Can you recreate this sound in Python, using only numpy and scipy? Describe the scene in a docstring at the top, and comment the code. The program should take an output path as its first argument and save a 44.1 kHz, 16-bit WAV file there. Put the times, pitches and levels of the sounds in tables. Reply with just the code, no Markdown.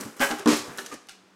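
"""In a small live room, a cardboard box is worked out of a stack and lifted.
It bumps hollowly (decaying box modes, slap, thud) and judders in two short squawks (slips ring a panel).
It slides with a papery hiss (coloured clicks); edges tick (noise bursts) and flaps knock (roughened notes).
One microphone takes the box direct, with no distance loss, then the room's reverberation and its quiet air."""
import sys
import numpy as np
from scipy import signal
from scipy.fft import rfft, irfft
from scipy.io import wavfile
from scipy.ndimage import uniform_filter1d

SR = 44100
rng = np.random.default_rng(int(sys.argv[2]) if len(sys.argv) > 2 else 0)


def to_wav(s):
    """Save 16-bit WAV."""
    ch = np.atleast_2d(s).T  # columns
    pcm = np.round(np.clip(ch, -1, 1) * 32767)  # PCM
    wavfile.write(sys.argv[1], SR, pcm.astype(np.int16))


N = 59535  # samples, 1.35 s


def undb(db):
    """Decibels to gain."""
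    return 10 ** (np.asarray(db) / 20)


def unit(x):
    """Scale to rms 1."""
    return x / np.sqrt(np.mean(x ** 2) + 1e-20)


def since(start):
    """Seconds since a start time, zero before it."""
    return np.maximum(np.arange(N) / SR - start, 0)


def fade(t, t60):
    """Exponential decay, 60 dB down at t60."""
    return np.exp(-np.log(1000) * t / max(t60, 1e-3))


def swell(start, attack, hold, release):
    """Linear attack, hold and exponential release (a t60) of one stroke."""
    rise = np.minimum(since(start) / max(attack, 1e-4), 1)
    return rise * fade(since(start + attack + hold), release)


def spectrum_gain(points, tilt_db):
    """Gain per FFT bin through (f/Hz, level/dB) points, straight in octaves, plus a tilt per octave."""
    octave = np.log2(np.maximum(np.fft.rfftfreq(N, 1 / SR), 10))
    hz, db = np.array(points).T
    return undb(np.interp(octave, np.log2(hz), db) + tilt_db * octave)


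def colour(x, points, tilt_db=0):
    """Give a steady signal a spectrum; rms 1."""
    return unit(irfft(rfft(x) * spectrum_gain(points, tilt_db), N))


def convolve(x, response):
    """Pass a sound through a response."""
    return signal.fftconvolve(x, response)[:N]


def strike(points, start, t60, tilt_db=0):
    """A dying burst of noise through a causal filter with the given spectrum; starts at rms 1."""
    # folding the cepstrum onto positive times makes the filter minimum phase
    cepstrum = irfft(np.log(spectrum_gain(points, tilt_db)), N)
    response = irfft(np.exp(rfft(2 * cepstrum[:N // 2], N)), N)[:N // 10]
    t = since(start)
    burst = rng.choice([-1, 1], N) * (t > 0) * fade(t, t60)
    return convolve(burst, response / np.linalg.norm(response))


# bumps of the box: t/s, level/dB, contact/ms, pitch factor of the spot that is hit,
# slap of the face level/dB, deep thud level/dB
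BUMP_BLOWS = [(.002, -28.5, 3, 0.88, -50, -55), (0.049, -18.5, 6.9, 0.95, -63, -41),
              (.303, -28, 0.52, 1.02, -31.5, -50), (.320, -27, 2.2, 1.02, -31, -45),
              (.4585, -9.5, 0.45, 1, -22, -44), (0.475, -13, 1.3, 1, -27, -45.5),
              (0.5278, -22, 1.0, 1, -31, -41.5), (0.584, -53, 3.8, 1, -48, -44.5),
              (0.677, -43, 1.1, 1, -45, -44), (.694, -49, 1.5, 0.78, -43, -44),
              (.777, -40, 1.2, 1.02, -48, -74), (.924, -37.5, 2.3, 1.02, -41.5, -53),
              (0.94, -43, 2.4, 1.06, -49, -54.5)]
# hollow ring of the box: f/Hz, level/dB, t60/s
BOX_MODES = [(181, -28.5, 0.43), (234.3, -1, 0.16), (298.3, -1.5, 0.21), (380.3, -15, 0.41),
             (412.6, -8, 0.18), (482, -10.5, 0.23), (642, -19.5, 0.35), (942, -11, 0.11), (1033, -13, 0.16),
             (1083, -19, 0.19), (1150, -22.5, 0.38), (1297, -23, .2)]
# spectrum of the slap: f/Hz, level/dB
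SLAP_SPECTRUM = [(40, -37), (140, -27), (240, -1.5), (420, 0.5), (700, -6), (1050, -1.5), (1600, -3),
                 (2100, -20.5), (6000, -24.5), (16000, -40)]
# spectrum of the thud: f/Hz, level/dB
THUD_SPECTRUM = [(20, -23), (65, -6), (130, -0.5), (200, -6), (400, -3.5), (2000, -57)]
SLAP_T60_S, THUD_T60_S = 0.11, 0.17
BOX_BUILD_S = 0.0048  # the ring spreads over the walls


def bumps():
    """Each blow rings the box, duller when the contact is soft, with a slap and a thud."""
    out = np.zeros(N)
    for start, db, contact_ms, pitch, slap_db, thud_db in BUMP_BLOWS:
        t = since(start)
        build = 1 - np.exp(-t / BOX_BUILD_S)
        for hz, mode_db, t60 in BOX_MODES:
            softness = 1 / (1 + (hz * contact_ms / 1000) ** 2)  # long contact weakens high modes
            ring = np.sin(2 * np.pi * hz * pitch * t) * fade(t, t60)
            out += undb(db + mode_db) * softness * build * ring
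        out += undb(slap_db) * strike(SLAP_SPECTRUM, start, SLAP_T60_S)
        out += undb(thud_db) * strike(THUD_SPECTRUM, start, THUD_T60_S)
    return out


GRAINS_PER_S, GRAIN_SPREAD_DB = 9000, 2
CATCHES_PER_S, CATCH_DB = 160, 1.5  # rate and depth of the clumping


def grit():
    """Paper fibres catching: dense tiny clicks that come in clumps."""
    hits = (rng.random(N) < GRAINS_PER_S / SR) * rng.choice([-1, 1], N)
    clicks = hits * undb(GRAIN_SPREAD_DB * np.minimum(rng.exponential(size=N), 5))
    clumps = np.interp(since(0) * CATCHES_PER_S, np.arange(N), rng.standard_normal(N))
    return clicks * undb(CATCH_DB * clumps)


# stick-slip squawks: t/s, attack/s, hold/s, release t60/s, level/dB, slip rate f/Hz
SQUAWK_STROKES = [(0.198, 0.015, 0.017, 0.17, -21.5, 279), (0.297, .012, 0.0044, 0.13, -33.5, 270)]
# panel resonances that the slips ring: f/Hz, width/Hz, level/dB
PANEL_MODES = [(276, 20, -10), (567.3, 34, 4), (829, 36, 1.5), (1320, 49, 1), (1531, 42, 10.5),
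               (1580, 41, 5), (1930, 23, -0.5), (2023, 19, 9.5), (2470, 19, -5), (2700, 26, -11),
               (2998, 33, -2.5)]
# spectrum of the rasp of fibres: f/Hz, level/dB
RASP_SPECTRUM = [(30, -45), (150, -33), (400, 0.5), (1000, 13), (1600, 4), (2400, 7.5), (3100, -2),
                 (3700, -24), (16000, -42)]
SLIP_JITTER, SLIP_SCATTER_DB = 0.016, 3.5  # jitter is a share of the slip period
SLIP_NOISE, RASP_DB = 0.055, -5  # noise amplitude beside slips near 1; rasp beside the squawk
PANEL_LOW_HZ = 130  # the panel radiates little below this


def panel_response():
    """Impulse response of the panel: damped resonances, high-passed."""
    t = since(0)
    ring = sum(undb(db) * width * np.exp(-np.pi * width * t) * np.cos(2 * np.pi * hz * t)
               for hz, width, db in PANEL_MODES)
    return signal.sosfilt(signal.butter(2, PANEL_LOW_HZ, "high", fs=SR, output="sos"), ring)


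def squawks():
    """Card sticks and slips in an uneven pulse train that rings the panel, over a rasp of fibres."""
    out = np.zeros(N)
    panel = panel_response()
    for start, attack, hold, release, db, slip_hz in SQUAWK_STROKES:
        timing, strength = rng.standard_normal((N // 100, 2)).T
        slip_s = start + np.cumsum(1 + SLIP_JITTER * timing) / slip_hz - 1 / slip_hz
        at = np.maximum((slip_s * SR).astype(int), 0)
        slips = np.bincount(at, undb(SLIP_SCATTER_DB * strength), N)[:N]
        slips = slips + SLIP_NOISE * rng.standard_normal(N)
        push = undb(db) * swell(start, attack, hold, release)
        # the unpushed train sets the reference level
        out += convolve(slips * push, panel) / np.std(convolve(slips, panel))
        out += undb(RASP_DB) * push * colour(grit(), RASP_SPECTRUM)
    return out


# slides of card on card: t/s, attack/s, hold/s, release t60/s, hiss level/dB,
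# rub of the panel level/dB, hiss tilt/dB per octave
SLIDE_STROKES = [(0, 0.001, 0.017, 0.46, -44, -39, 5.5), (0.156, 0.013, 0.02, 0.23, -52, -48.5, 6),
                 (0.198, 0.0091, 0.034, 0.41, -33.5, -30, 6),
                 (0.374, 0.015, 0.0095, 0.41, -48.5, -41.5, -3), (0.47, 0.017, 0.037, .3, -26.5, -27, -2),
                 (0.552, 0.013, 0.014, 0.19, -36, -47, 1.5), (0.633, 0.017, 0.16, 0.4, -56, -46.5, 8.5),
                 (0.772, 0.016, 0.0044, 0.29, -41, -43, 3), (0.832, .015, 0.067, 0.18, -53.5, -52.5, 1),
                 (0.914, 0.0042, 0.024, 0.12, -45.5, -41.5, -1.5),
                 (1.09, 0.0078, 0.019, .2, -51.5, -64, -3)]
# spectrum of the hiss: f/Hz, level/dB
HISS_SPECTRUM = [(200, -25), (1000, -14), (2300, 1.5), (3300, -1.5), (5200, 1.5), (7500, 1), (10000, -5),
                 (13000, -9.5), (16000, -23)]
# spectrum of the rub: f/Hz, level/dB
RUB_SPECTRUM = [(50, -22), (150, -4.5), (390, 7), (700, -1.5), (1280, 2), (1800, -2), (2800, -8.5),
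                (6000, -29), (16000, -50)]


def slides():
    """Sliding faces hiss, and the panel under them gives a lower rub."""
    out = np.zeros(N)
    for start, attack, hold, release, hiss_db, rub_db, tilt_db in SLIDE_STROKES:
        hiss = undb(hiss_db) * colour(grit(), HISS_SPECTRUM, tilt_db)
        rub = undb(rub_db) * colour(grit(), RUB_SPECTRUM)
        out += swell(start, attack, hold, release) * (hiss + rub)
    return out


# ticks of edges and flaps: t/s, level/dB, tilt/dB per octave
TICK_EVENTS = [(.0095, -30.5, 5.5), (.036, -46, 12), (0.05, -45, 1), (.196, -31, -2.5), (0.214, -23, -6.5),
               (.308, -23, -4), (0.313, -25.5, -1.5), (0.3142, -33, -4.5), (.386, -39, 6),
               (0.394, -35.5, 6.5), (.402, -48, 2), (0.4586, -27.5, -2), (.4747, -22.5, -0.5),
               (0.515, -46, 0), (0.677, -59, 15.5), (.7745, -34.5, 12), (.784, -28, -1.5),
               (.789, -29, -1.5), (0.862, -32, 2), (0.867, -39, 2), (0.94, -39.5, 5), (1.070, -53, 4),
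               (1.087, -37, -1), (1.0931, -36, 0)]
# spectrum of a tick: f/Hz, level/dB
TICK_SPECTRUM = [(100, -24.5), (400, -24.5), (620, 0.5), (770, 2), (1000, -17.5), (1250, 2.5), (1430, 9.5),
                 (1800, 3), (2400, -5), (2950, 3.5), (3500, 1), (4300, 1), (6000, 2), (8000, -3.5),
                 (11000, -9), (16000, -25.5)]
TICK_T60_S = 0.028


def ticks():
    """Edges snap past each other with short dry cracks."""
    return sum(undb(db) * strike(TICK_SPECTRUM, start, TICK_T60_S, tilt_db)
               for start, db, tilt_db in TICK_EVENTS)


# loose flaps and panels knocking, each with its own short note: t/s, f/Hz, level/dB, t60/s
FLAP_KNOCKS = [(.200, 258, -21.5, 0.16), (.314, 806, -28, .12), (0.395, 401, -36.5, 0.26),
               (.785, 1736, -31.5, 0.074), (0.787, 385, -37, .18), (0.912, 1203, -37, 0.12),
               (1.090, 1410, -45, 0.1), (1.088, 2896, -44.5, .06), (1.091, 763, -56, 0.13)]
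FLAP_DRIFT = 0.0254  # rms share of the pitch


def flaps():
    """A knock rings briefly as a short note, roughened by random pitch drift."""
    out = np.zeros(N)
    for start, hz, db, t60 in FLAP_KNOCKS:
        drift = unit(uniform_filter1d(rng.standard_normal(N), size=130))  # smoothed over 3 ms
        cycles = np.cumsum(hz * (1 + FLAP_DRIFT * drift)) / SR
        out += undb(db) * swell(start, 0.0038, 0, t60) * np.sin(2 * np.pi * cycles)
    return out


# reverberation of the room by band: f/Hz, t60/s, level/dB
ROOM_BANDS = [(100, 0.3, -17), (310, 0.57, -23), (680, 0.69, -9), (1430, 0.48, -9.5), (3700, 0.43, -5.5),
              (8000, .52, -8.5), (13900, 0.58, -19)]
ROOM_GAP_S, ROOM_BUILD_S = 0.0024, 0.0082  # wait after the direct sound, then rise


def room(x):
    """Diffuse reverberation with its own length and level in each band."""
    octave = np.log2(np.fft.rfftfreq(N, 1 / SR) + 1)
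    centres = np.log2([hz for hz, _, _ in ROOM_BANDS])
    chance, response = rfft(rng.standard_normal(N)), np.zeros(N)
    # each band crossfades into its neighbours
    for share, (_, t60, db) in zip(np.eye(len(ROOM_BANDS)), ROOM_BANDS):
        band = irfft(chance * np.interp(octave, centres, share), N)
        tail = swell(ROOM_GAP_S, ROOM_BUILD_S, 0, t60)
        response += undb(db) * band * tail / np.linalg.norm(tail)
    return convolve(x, response)


# spectrum of the steady room noise: f/Hz, level/dB
AIR_SPECTRUM = [(15, -88), (25, -62.5), (107, -16), (148, -29.5), (189, -2), (222, -17.5), (268, -7.5),
                (485, -12.5), (525, -16), (1090, -15), (2130, -20), (6270, -28.5), (15700, -47)]
AIR_DB = -59


def air():
    """The quiet room itself: steady coloured noise."""
    return undb(AIR_DB) * colour(rng.standard_normal(N), AIR_SPECTRUM)


def scene():
    """The handled box, its room and the quiet air, on one channel."""
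    box = bumps() + squawks() + slides() + ticks() + flaps()
    return (box + room(box) + air())[None]


TOP_HZ = 15800


def record(dry):
    """The recorder cuts the top with a steep low-pass."""
    return signal.sosfilt(signal.ellip(10, .2, 80, TOP_HZ, fs=SR, output="sos"), dry)


dry = scene()
out = record(dry)
to_wav(out)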